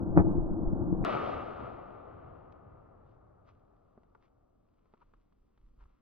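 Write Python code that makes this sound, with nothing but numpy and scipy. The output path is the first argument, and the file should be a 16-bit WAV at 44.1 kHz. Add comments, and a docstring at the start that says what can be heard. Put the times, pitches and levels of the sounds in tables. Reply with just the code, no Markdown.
"""On a shooting range ringed by pines, a flintlock rifle is fired. For the first second the sound runs
four times slow: the blast is a deep boom and its echo a dark roll. Then it clicks to true speed and
the echo hisses away through the trees, while air puffs softly on the microphones. The shooter lowers
the rifle and stands up, with small knocks of wood and metal and a rustle of cloth."""
import sys
import numpy as np
from scipy import signal
from scipy.fft import rfft, irfft, next_fast_len
from scipy.io import wavfile

SR = 44100
rng = np.random.default_rng(int(sys.argv[2]) if len(sys.argv) > 2 else 0)


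def master(y):
    """Save y as 16-bit WAV."""
    cut = np.clip(np.atleast_2d(y).T, -1, 1)
    pcm = np.round(cut * 32767)  # scale
    wavfile.write(sys.argv[1], SR, pcm.astype(np.int16))


N = 265041
TIME = np.arange(N) / SR
SIZE = next_fast_len(N + SR // 2)
HZ = np.fft.rfftfreq(SIZE, 1 / SR)
SLOW, SLOW_ENDS_S, TRUE_SPEED_S = 4, 1.042, 1.049  # SLOW is how many times slower the opening runs

# How the two microphones hear the range. Each row: pitch in Hz at true speed, left over right in dB,
# left's lead in radians, how alike the sides are from 0 to 1.
MIC_PAIR = [(60, -1.05, 0.08, 1), (170.7, 2, 0.8, 0.89), (320, 0, 2.2, 0.2), (444, 7.5, 2.91, 0.4),
            (760, 7.5, 4.65, 0.9), (930, 5.5, 5.28, 0.95), (1140, -0.4, 6.16, 0.4), (1530, 5.5, 5, 0.9),
            (1730, 0.35, 5.05, 0.7), (2180, -1, 5.4, 1), (3360, 0, 5.75, 0.95), (6750, 0.4, 3.77, 1)]
# The tone of each sound. Each row: pitch in Hz at true speed, relative strength in dB.
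ROLL_TONE = [(30, -3), (110, -2), (220, -5), (380, -3.5), (520, -3.5), (690, -0.5), (860, -6.5),
             (1030, -8.5), (1200, -3.5), (1380, -1), (1620, -17), (2700, -20), (4000, -27), (6500, -40.5)]
BLAST_TONE = [(60, -29), (220, -23.5), (360, 5), (500, -11.5), (690, 1.5), (880, -15.5), (1020, -17.5),
              (1290, 1.5), (1600, -15.5), (2700, -15), (4500, -25), (7000, -35), (9000, -44.5),
              (9700, -42.5), (10400, -55.5), (60000, -69.5)]
ECHO_TONE = [(60, -7.5), (200, 1), (420, 4.5), (700, 3), (860, -3.5), (1030, -6), (1180, -2), (1370, -7.5),
             (1600, -17.5), (2200, -17), (2800, -18), (4000, -28.5), (5500, -38.5), (6500, -46.5)]
BREEZE_TONE = [(10, -8.5), (25, 2.5), (45, 4), (70, -15), (130, -19.5), (400, -65)]
OUTDOOR_TONE = [(30, -5.5), (300, 11.5), (1300, -21), (1900, -23), (6000, -31), (16000, -42)]
GEAR_TONE = [(200, -25), (430, 2), (700, -7), (1000, 2), (1350, 0.5), (1750, -17.5), (3000, -29),
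             (8000, -54)]
HISS_TONE = [(900, -31), (1800, 9), (2700, 8), (4500, -1), (6000, -5), (8000, -27), (14000, -50)]
# Surges of the slow roll. Each row: middle and half length in seconds, body and bass boosts in dB.
ROLL_SURGES = [(.285, 0.054, 5, 4), (.41, 0.038, 0, 9.5), (.69, 0.038, 0.5, 9), (.812, 0.018, 3.5, 0),
               (.935, 0.013, 1, 11), (1.025, .02, 2.5, 5)]
# The slowed shot and its single echoes. Each row: time in seconds, level in dB,
# treble cut in dB per kHz at true speed (below zero means no cut).
BLAST_WAVES = [(0.131, -25, 9), (0.1754, -0.5, -2), (0.1824, -12, 2), (0.2102, -24.5, -3.5),
               (0.271, -14, 7), (0.383, -14.5, 11.5), (0.733, -16, 8), (0.928, -13.5, 7.5),
               (1.0289, -24.5, 2)]
# Stands of trees that each send back one swell of echo.
# Each row: middle and half length in seconds, body and bass boosts in dB.
TREE_SWELLS = [(1.15, 0.019, 1, 14), (1.33, .06, 1.5, 9), (1.66, 0.062, 2, 7.5), (2.27, 0.16, 1.5, 6),
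               (2.73, 0.045, .5, 8.5), (3.3, 0.25, -0.5, 6)]
# The ring that stands out in the early echo and fades as it ages. Each row: pitch in Hz, width in Hz, boost in
# dB.
HOLLOW_RING = [(700, 350, 3.5), (1260, 220, 8)]
# Hard, sharp echoes. Each row: time in seconds, level in dB.
HARD_ECHOES = [(1.1515, -20), (1.1659, -20.5)]
# Puffs of air as the shooter stands up. Each row: middle and half length in seconds, level in dB.
AIR_PUFFS = [(5.139, 0.065, -70.5), (5.427, 0.042, -67.5), (5.658, .045, -59), (5.821, 0.046, -55)]
# Rifle and gear being handled. Each row: start in seconds, then in dB the knock's relative level
# and what is added to it for the thud and for the tick.
GEAR_KNOCKS = [(2.523, -60, -17, -5), (3.977, -59, 4, -47), (4.033, -65, -14, -12), (4.15, -48, -32, -26),
               (4.857, -64.5, -13, -20), (4.938, -52.5, -9.5, -24), (4.972, -66, -11, -26),
               (5.137, -54, -15, -22), (5.324, -67, -10, -12), (5.576, -67, -12, -8),
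               (5.856, -61.5, -18, -28), (5.902, -65, -18, -20), (5.938, -75, -16, -20)]
# The notes of the wooden stock. Each row: pitch in Hz, relative level in dB, seconds to fade by 60 dB.
STOCK_NOTES = [(239, 2, 0.056), (402, 5, 0.028), (593, 4.5, 0.017)]
# Sleeves and bag brushing. Each row: middle and half length in seconds, brush and hiss levels in dB.
CLOTH_SWISHES = [(3.1, 0.041, -87, -91.5), (3.488, 0.016, -68, -80), (3.542, 0.049, -97, -97),
                 (3.906, 0.26, -91, -100.5), (4.243, 0.022, -77, -85), (4.839, 0.16, -90, -101),
                 (5.022, 0.0079, -65.5, -96), (5.121, 0.18, -87, -98), (5.602, .12, -88, -99),
                 (5.816, 0.015, -70.5, -89), (5.917, 0.1, -82.5, -94)]


def amp(db):
    """Turn decibels into a number to multiply by."""
    return 10 ** (np.asarray(db) / 20)


def together(a_db, b_db):
    """The level in dB of two unrelated sounds heard at once."""
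    return 20 * np.log10(np.hypot(amp(a_db), amp(b_db)))


def look_up(table, hz):
    """Read a table's columns at any pitch, gliding between its rows."""
    pitches, *columns = np.transpose(table)
    return np.squeeze([np.interp(np.log(hz + 1), np.log(pitches + 1), column) for column in columns])


def filtered(x, response):
    """Turn each pitch in x up or down by the given amount."""
    return irfft(rfft(x, SIZE) * response, SIZE)[..., :N]


def below(edge_hz, order=8):
    """A filter that keeps the lows; a higher order gives a sharper edge."""
    return 1 / np.sqrt(1 + (HZ / edge_hz) ** (2 * order))


def above(edge_hz, order=8):
    """The matching filter that keeps the highs."""
    return np.sqrt(1 - below(edge_hz, order=order) ** 2)


def mics(slow=1):
    """Left and right filters for a sound from down the range."""
    tilt_db, lead, _ = look_up(MIC_PAIR, HZ * slow)
    left = amp(tilt_db / 2) * np.exp(.5j * lead)
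    return np.array([left, 1 / left]) / np.sqrt(np.cosh(np.log(amp(tilt_db))))


def scatter(slow=1, clicks_per_s=300, click_share=.3):
    """A stereo noise spectrum with clicks standing out, like single trunks among countless echoes."""
    clicks = rng.standard_normal(N) * (rng.random(N) < clicks_per_s / slow / SR)
    shared = np.sqrt(click_share) * clicks / clicks.std()
    shared += np.sqrt(1 - click_share) * rng.standard_normal(N)
    alike = np.clip(look_up(MIC_PAIR, HZ * slow)[2], 0, 1)
    separate = rfft(rng.standard_normal((2, N)), SIZE)
    return mics(slow) * (np.sqrt(alike) * rfft(shared, SIZE) + np.sqrt(1 - alike) * separate)


def sound(spectrum):
    """Turn a stereo spectrum into a wave whose middle has an average (rms) level of 1."""
    pair = irfft(spectrum, SIZE)[:, :N]
    return pair / np.sqrt(np.mean(pair.mean(0) ** 2) + 1e-30)


def pulse(s, response):
    """One pressure pulse of height 1 at time s."""
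    wave = irfft(response * np.exp(-2j * np.pi * HZ * s), SIZE)[:, :N]
    return wave / np.abs(wave).max()


def fade(s, fade_s, rise_s=0.00016):
    """A quick rise at time s, then a fall of 60 dB every fade_s seconds."""
    start = round(s * SR)
    age = np.arange(min(SR // 2, N - start)) / SR
    shape = (1 - np.exp(-age / rise_s)) * np.exp(-np.log(1000) * age / fade_s)
    return np.pad(shape, (start, N - start - len(age)))


def swell(s, half):
    """A smooth hump of height 1 around time s."""
    return np.exp(-.5 * ((TIME - s) / half) ** 2)


def boosts(rows):
    """The dB that a table of swells adds to the body and to the bass."""
    return sum(np.outer([body_db, bass_db], swell(s, half)) for s, half, body_db, bass_db in rows)


def slow_roll(body_db=-36, bass_db=-42.5):
    """The first echoes from the trees, two octaves down: a surging roll over a deep bass."""
    body_boost, bass_boost = boosts(ROLL_SURGES)
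    tone = amp(look_up(ROLL_TONE, HZ * SLOW)) * below(1680, order=40)
    echoes = scatter(SLOW, clicks_per_s=1100, click_share=0.019) * tone
    body = amp(body_db + body_boost) * sound(echoes * above(59))
    return body + amp(bass_db + bass_boost) * sound(echoes * below(47))


def rifle_boom(spray_db=-20.5, spray_peak_s=0.1753, spray_life_s=.039, rise_db_per_s=1149.5):
    """The slowed blast and its single echoes; the ground nearby throws back a short spray of sound."""
    tone = amp(look_up(BLAST_TONE, HZ * SLOW))
    heard = tone * mics(SLOW)
    heard *= np.exp(-1j * np.angle(heard[0]))  # the left side faces the muzzle and gets the clean pulse
    true_khz = HZ * SLOW / 1000
    waves = sum(-amp(db) * pulse(s, heard * amp(-max(cut, 0) * true_khz)) for s, db, cut in BLAST_WAVES)
    early, late = np.maximum(spray_peak_s - TIME, 0), np.maximum(TIME - spray_peak_s, 0)
    spray = amp(spray_db - rise_db_per_s * early) * np.exp(-(late / spray_life_s) ** 3)
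    return waves + spray * sound(tone * scatter(SLOW, click_share=0))


def crackle(level_db=-72):
    """A faint bright crackle at the peak of the boom."""
    grains = scatter(clicks_per_s=700, click_share=.5) * above(2600, order=4) * below(6500, order=2)
    return amp(level_db) * swell(s=.180, half=.007) * sound(grains)


def speed_click(level_db=-27):
    """A thin click where the sound jumps to true speed."""
    tone = above(1600, order=3) * below(3400, order=2.5)
    return amp(level_db) * pulse(TRUE_SPEED_S, np.ones((2, 1)) * tone)


def forest_echo(near_db=-34, far_db=-46, low_db=-55):
    """The echo rolls on from ever farther trees; its ring softens and the air takes its top away."""
    age = np.maximum(TIME - TRUE_SPEED_S, 0)  # each number times age is a fall in dB per second
    body_boost, bass_boost = boosts(TREE_SWELLS)
    body_db = together(near_db - 27.5 * age, far_db - 9.5 * age) + body_boost
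    bass_db = low_db - 6.5 * age + bass_boost  # the bass lingers longest
    hiss_db = near_db - 10.5 + 1.557 * (body_db - near_db)  # the hiss fades faster than the body
    tone = amp(look_up(ECHO_TONE, HZ))
    echoes = scatter(clicks_per_s=1300, click_share=0.27) * tone
    bass = sound(echoes * above(59, order=4) * below(110, order=5))
    middle = echoes * above(160, order=5) * below(1650)
    ring = amp(sum(db / (1 + (2 * (HZ - hz) / width) ** 2) for hz, width, db in HOLLOW_RING))
    ring_share = amp(-5 * age)
    body = ring_share * sound(middle * ring) + (1 - ring_share) * sound(middle)
    top = echoes * above(1400) * below(6600, order=40)
    bright_share = amp(-9 * age)
    hiss = bright_share * sound(top) + (1 - bright_share) * sound(top * below(2700, order=3))
    slap_tone = tone * ring * mics() * above(250, order=2) * below(1400, order=4)
    slaps = sum(amp(db) * pulse(s, slap_tone) for s, db in HARD_ECHOES)
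    return amp(bass_db) * bass + amp(body_db) * body + amp(hiss_db) * hiss + slaps


def air(breeze_db=-60, fall_db_per_s=6.5, calm_db=-75, outdoor_db=-79):
    """Air rumbles on the microphones, settles and puffs again, over a steady outdoor hush."""
    settling_db = together(breeze_db - fall_db_per_s * (TIME - TRUE_SPEED_S), calm_db)
    strength = amp(settling_db) + sum(amp(db) * swell(s, half) for s, half, db in AIR_PUFFS)
    noise = scatter(click_share=0)
    rumble = strength * sound(noise * amp(look_up(BREEZE_TONE, HZ)))
    return rumble + amp(outdoor_db) * sound(noise * amp(look_up(OUTDOOR_TONE, HZ)))


def knocks(clack_db=-6, ring_db=-6, thud_db=1, tick_db=-3):
    """Stock, lock and gear knock lightly: a dull thud, a short woody clack and a trace of metal."""
    tone = amp(look_up(GEAR_TONE, HZ))
    blows, pushes, ring, tick = np.zeros((4, N))
    for s, db, extra_thud_db, extra_tick_db in GEAR_KNOCKS:
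        blows[round(s * SR)] = amp(db + clack_db)
        pushes[round(s * SR)] = amp(db + extra_thud_db + thud_db)
        ring += amp(db + ring_db) * fade(s, fade_s=0.035)
        tick += amp(db + extra_tick_db + tick_db) * fade(s, fade_s=0.027)
    stock = sum(amp(db) * fade(0, life) * np.sin(2 * np.pi * hz * TIME) for hz, db, life in STOCK_NOTES)
    thud = signal.fftconvolve(pushes, stock)[:N]
    clack = filtered(blows, tone * mics()) / np.abs(irfft(tone * mics())).max()
    rattle = scatter(click_share=0)
    wood = filtered(clack + thud + ring * sound(rattle * tone), below(2050, order=4))
    metal = tick * sound(rattle * amp(look_up(HISS_TONE, HZ)))
    return wood + metal


def cloth():
    """Sleeves and bag brush and crackle as the shooter moves."""
    brush = sum(amp(db) * swell(s, half) for s, half, db, _ in CLOTH_SWISHES)
    hiss = sum(amp(db) * swell(s, half) for s, half, _, db in CLOTH_SWISHES)
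    fibres = scatter(clicks_per_s=60, click_share=0.3)
    brushing = brush * sound(fibres * amp(look_up(GEAR_TONE, HZ)))
    return brushing + hiss * sound(fibres * amp(look_up(HISS_TONE, HZ)))


def scene(ceiling=.88):
    """Slow sound, a few milliseconds of silence, then true speed."""
    shot = rifle_boom() + slow_roll()
    shot /= (1 + (shot / ceiling) ** 16) ** (1 / 16)  # round off the tallest peaks
    muffle = below(2520, order=40) + amp(-25.0)  # a little treble still gets through
    slowed = filtered(shot * (TIME < SLOW_ENDS_S), muffle) + crackle()
    true_speed = (forest_echo() + knocks() + cloth() + air()) * (TIME >= TRUE_SPEED_S)
    return slowed + true_speed + speed_click()


def record(dry):
    """Cut away the very highest treble."""
    return filtered(dry, below(edge_hz=16000, order=30))


dry = scene()
out = record(dry)
master(out)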